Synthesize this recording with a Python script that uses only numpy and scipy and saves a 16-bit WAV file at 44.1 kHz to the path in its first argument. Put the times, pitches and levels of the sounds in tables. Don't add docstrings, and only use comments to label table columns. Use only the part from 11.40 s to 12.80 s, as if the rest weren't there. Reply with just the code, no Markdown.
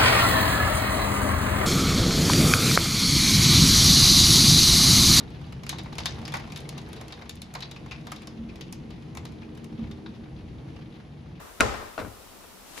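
import sys
import numpy as np
from scipy import signal
from scipy.fft import rfft, irfft
from scipy.io import wavfile

SR = 44100
rng = np.random.default_rng(int(sys.argv[2]) if len(sys.argv) > 2 else 0)


def materialize(psi):
    bounded = np.clip(np.atleast_2d(psi).T, -1, 1)
    quanta = np.round(bounded * 32767).astype(np.int16)
    wavfile.write(sys.argv[1], SR, quanta)


def nominal_scale(level):
    x = np.asarray(level, float) / 20
    return 10 ** x


N = 61739
LEAD = SR // 2
SIDES = np.array([[1], [-1]])


def rms_one(x):
    return x / np.sqrt(np.mean(x ** 2) + 1e-20)


def at_hz(points, hz):
    table_hz, value = np.transpose(points)
    return np.interp(np.log(hz), np.log(table_hz), value)


def ring(x, hz, t60):
    radius = nominal_scale(-60 / (t60 * SR))
    angle = 2 * np.pi * hz / SR
    return signal.lfilter([0, np.sin(angle)], [1, -2 * radius * np.cos(angle), radius ** 2], x + 1e-18)


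def bands(size, alike, shape):
    band_edges = 22 * 2 ** np.arange(0, 9.6, .5)
    settle = 4000
    white = rng.standard_normal((2, 2, size + settle))
    out = 0
    for k, (low, high) in enumerate(zip(band_edges, band_edges[1:])):
        band_pass = signal.butter(2, [low, high], "band", fs=SR, output="sos")
        mid, side = signal.sosfilt(band_pass, white[k % 2])[:, settle:]
        hz = np.sqrt(low * high)
        likeness = np.clip(at_hz(alike, hz), -1, 1)
        stereo = np.sqrt(1 + likeness) * mid + np.sqrt(1 - likeness) * side * SIDES
        out = out + shape(hz) * stereo
    return out


def knocks():
    # (time [s], level [dB], contact sharpness [Hz], slap t60 [s], left-right level difference [dB])
    contacts = [(-0.14, -11.5, 2200, .03, 1), (0.2014, -18, 1780, 0.072, 2.5),
                (0.2064, -3.5, 9700, 0.012, 6), (0.2101, -16.5, 1550, 0.048, -27),
                (0.2148, -16.5, 1230, 0.052, 2.5), (0.224, -26, 1230, 0.12, 18.5),
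                (0.293, -35, 1090, 0.066, -11), (0.340, -25.5, 900, 0.12, 11),
                (0.425, -30, 1090, 0.023, 2.5), (0.5784, -19, 796, 0.061, 7.5),
                (0.588, -22, 700, 0.088, -6.5), (0.591, -32.5, 1190, .05, 25.5),
                (0.5993, -22, 1130, 0.071, 6), (0.615, -24, 510, 0.14, 5), (0.648, -20.5, 197, 0.11, 7),
                (0.668, -25.5, 200, 0.12, 7), (1.040, -42, 1300, 0.067, 10), (1.365, -41, 900, 0.059, 0)]
    sound = np.zeros((2, N + LEAD + SR))
    clicks = np.zeros(N + LEAD + SR)
    impulse = -1.0 * (np.arange(SR) == 0) + 1e-18
    for s, db, sharp_hz, slap_t60, pan_db in contacts:
        sharp_hz = min(sharp_hz, .45 * SR)
        click = signal.lfilter(*signal.butter(2, sharp_hz, fs=SR), impulse)
        contact = np.tile(table_modes(click), (2, 1))
        contact[:, :SR // 8] += slap(sharp_hz, slap_t60)
        i = int(s * SR) + LEAD
        sound[:, i:i + SR] += nominal_scale(db + pan_db / 2 * SIDES) * contact
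        clicks[i:i + SR] += nominal_scale(db) * click
    return sound[:, :N + LEAD], clicks[:N + LEAD]


def table_modes(click):
    # (frequency [Hz], level before scatter [dB], t60 [s])
    modes = [(46.8, -38, 0.78), (62.5, -26, 0.49), (76.1, -28, 0.8), (103.7, -27.5, 0.53),
             (135, -31.5, 0.1), (219.5, -30, 0.19), (242.3, -19.5, 0.043), (326.5, -17, .045),
             (424, -23.5, 0.37), (660.4, -10, 0.053), (1112, -19, 0.078), (1426, -2, 0.02),
             (2490, -12, 0.021), (3840, -5, 0.0096), (5820, -15.5, 0.011), (7340, -19.5, 0.024),
             (9200, -16.5, 0.018)]
    scatter_db = 1.5
    swell_share = 0.028
    t = np.arange(SR) / SR
    scatter = scatter_db * rng.standard_normal(len(modes))
    out = np.zeros(SR)
    for k, (hz, db, t60) in enumerate(modes):
        swell = 1 - np.exp(-t / (swell_share * t60))
        sign = (-1) ** k
        out += sign * nominal_scale(db + scatter[k]) * ring(click, hz, t60) * swell
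    return out


def slap(sharp_hz, t60):
    # (frequency [Hz], relative density [dB per Hz])
    slap_colour = [(47, -61), (80, -7), (287, -7), (521, -5.5), (649, -9.5), (1310, -7.5), (1470, -3.5),
                   (1950, -12), (2330, -8), (3240, -18), (3870, -12.5), (6710, -20), (9340, -19),
                   (15500, -33)]
    slap_db, rise_s = -4.0, 0.00013
    unlike = .3
    size = SR // 8
    t = np.arange(size) / SR
    gain = nominal_scale(at_hz(slap_colour, np.fft.rfftfreq(size, 1 / SR) + 1))
    mid, side = rms_one(irfft(rfft(rng.standard_normal((2, size))) * gain, size))
    burst = signal.lfilter(*signal.butter(1, sharp_hz, fs=SR), mid + unlike * side * SIDES)
    return burst * nominal_scale(slap_db - 60 * t / t60) * (1 - np.exp(-t / rise_s))


def room(clicks):
    # (frequency [Hz], t60 [s])
    room_t60 = [(60, 0.5), (160, 0.38), (420, 0.77), (1100, 0.86), (2900, 0.91), (7700, 0.62),
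                (14000, 0.16)]
    # (frequency [Hz], level [dB])
    room_colour = [(40, 17), (80, 28.5), (160, 14), (420, 12), (1100, 12), (1700, 6), (2900, -2),
                   (7700, -4.5), (14000, -15)]
    # (frequency [Hz], correlation [-1 to 1])
    room_alike = [(60, 0.62), (240, 0.57), (950, -0.19), (3770, 0.17), (15000, -0.59)]
    room_db, pan_db = 12, 3.5
    build_s, bass_build_cycles = 0.0054, 4.8
    t = np.arange(SR) / SR

    def envelope(hz):
        decay = nominal_scale(at_hz(room_colour, hz) - 60 * t / at_hz(room_t60, hz))
        build_up = 1 - np.exp(-(t / (build_s + bass_build_cycles / hz)) ** 2)
        return decay * build_up

    echo = bands(SR, room_alike, envelope)
    echo = echo / np.sqrt(np.sum(echo ** 2) / 2)
    wet = signal.fftconvolve(clicks[None], echo, axes=1)[:, :len(clicks)]
    return nominal_scale(room_db + pan_db / 2 * SIDES) * wet


def gloves():
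    # (time [s], level [dB])
    rustle = [(1.2, -63), (1.232, -82), (1.266, -54), (1.36, -48.5), (1.38, -39.5), (1.4, -46)]
    # (frequency [Hz], relative density [dB per Hz])
    rustle_colour = [(120, -38), (200, -6), (1050, -6.5), (1570, -8.5), (3870, -10.5), (11200, -13.5),
                     (15000, -29)]
    crackles_per_s, pan_db = 18000, 5
    snap_s, snap_db, snap_hz, snap_t60 = 1.378, -21.5, 2200, 0.0018
    s, db = np.transpose(rustle)
    loudness = nominal_scale(np.interp(np.arange(N) / SR, s, db, left=-120))
    grains = rng.standard_normal((2, N)) * (rng.random(N) < crackles_per_s / SR)
    gain = nominal_scale(at_hz(rustle_colour, np.fft.rfftfreq(N, 1 / SR) + 1))
    rub = rms_one(irfft(rfft(grains) * gain, N)) * loudness
    snap = np.zeros(N)
    snap[int(snap_s * SR)] = -nominal_scale(snap_db)
    return (rub + ring(snap, snap_hz, snap_t60)) * nominal_scale(pan_db / 2 * SIDES)


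def air():
    # (frequency [Hz], relative density [dB per Hz])
    air_colour = [(15, -36), (25, 1), (144, -11), (179, -2.5), (307, -6.5), (449, -6.5), (1590, -10),
                  (1780, -21), (2090, -14), (15800, -20.5)]
    # (frequency [Hz], correlation [-1 to 1])
    air_alike = [(60, 0.73), (240, 0.14), (950, 0.36), (3770, 0.057), (15000, 0.02)]
    # (frequency [Hz], left-right level difference [dB])
    air_balance = [(60, 1.5), (240, 4.5), (950, 4.5), (3770, 0), (15000, 0.0)]
    air_db = -48.5

    def gain(hz):
        return nominal_scale(at_hz(air_colour, hz) + at_hz(air_balance, hz) / 2 * SIDES)

    return nominal_scale(air_db) * rms_one(bands(N, air_alike, gain))


def scene():
    direct, clicks = knocks()
    impact = (direct + room(clicks))[:, LEAD:]
    return impact + gloves() + air()


def top_cut(x):
    return signal.sosfilt(signal.butter(12, 16970, fs=SR, output="sos"), x)


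def record(dry):
    ceiling, cut_hz = .95, 16400
    rounded = ceiling * np.tanh(dry / ceiling)
    low_pass = signal.cheby2(12, 60, cut_hz, fs=SR, output="sos")
    mix = signal.sosfilt(low_pass, rounded)
    return top_cut(mix)


dry = scene()
out = record(dry)
materialize(out)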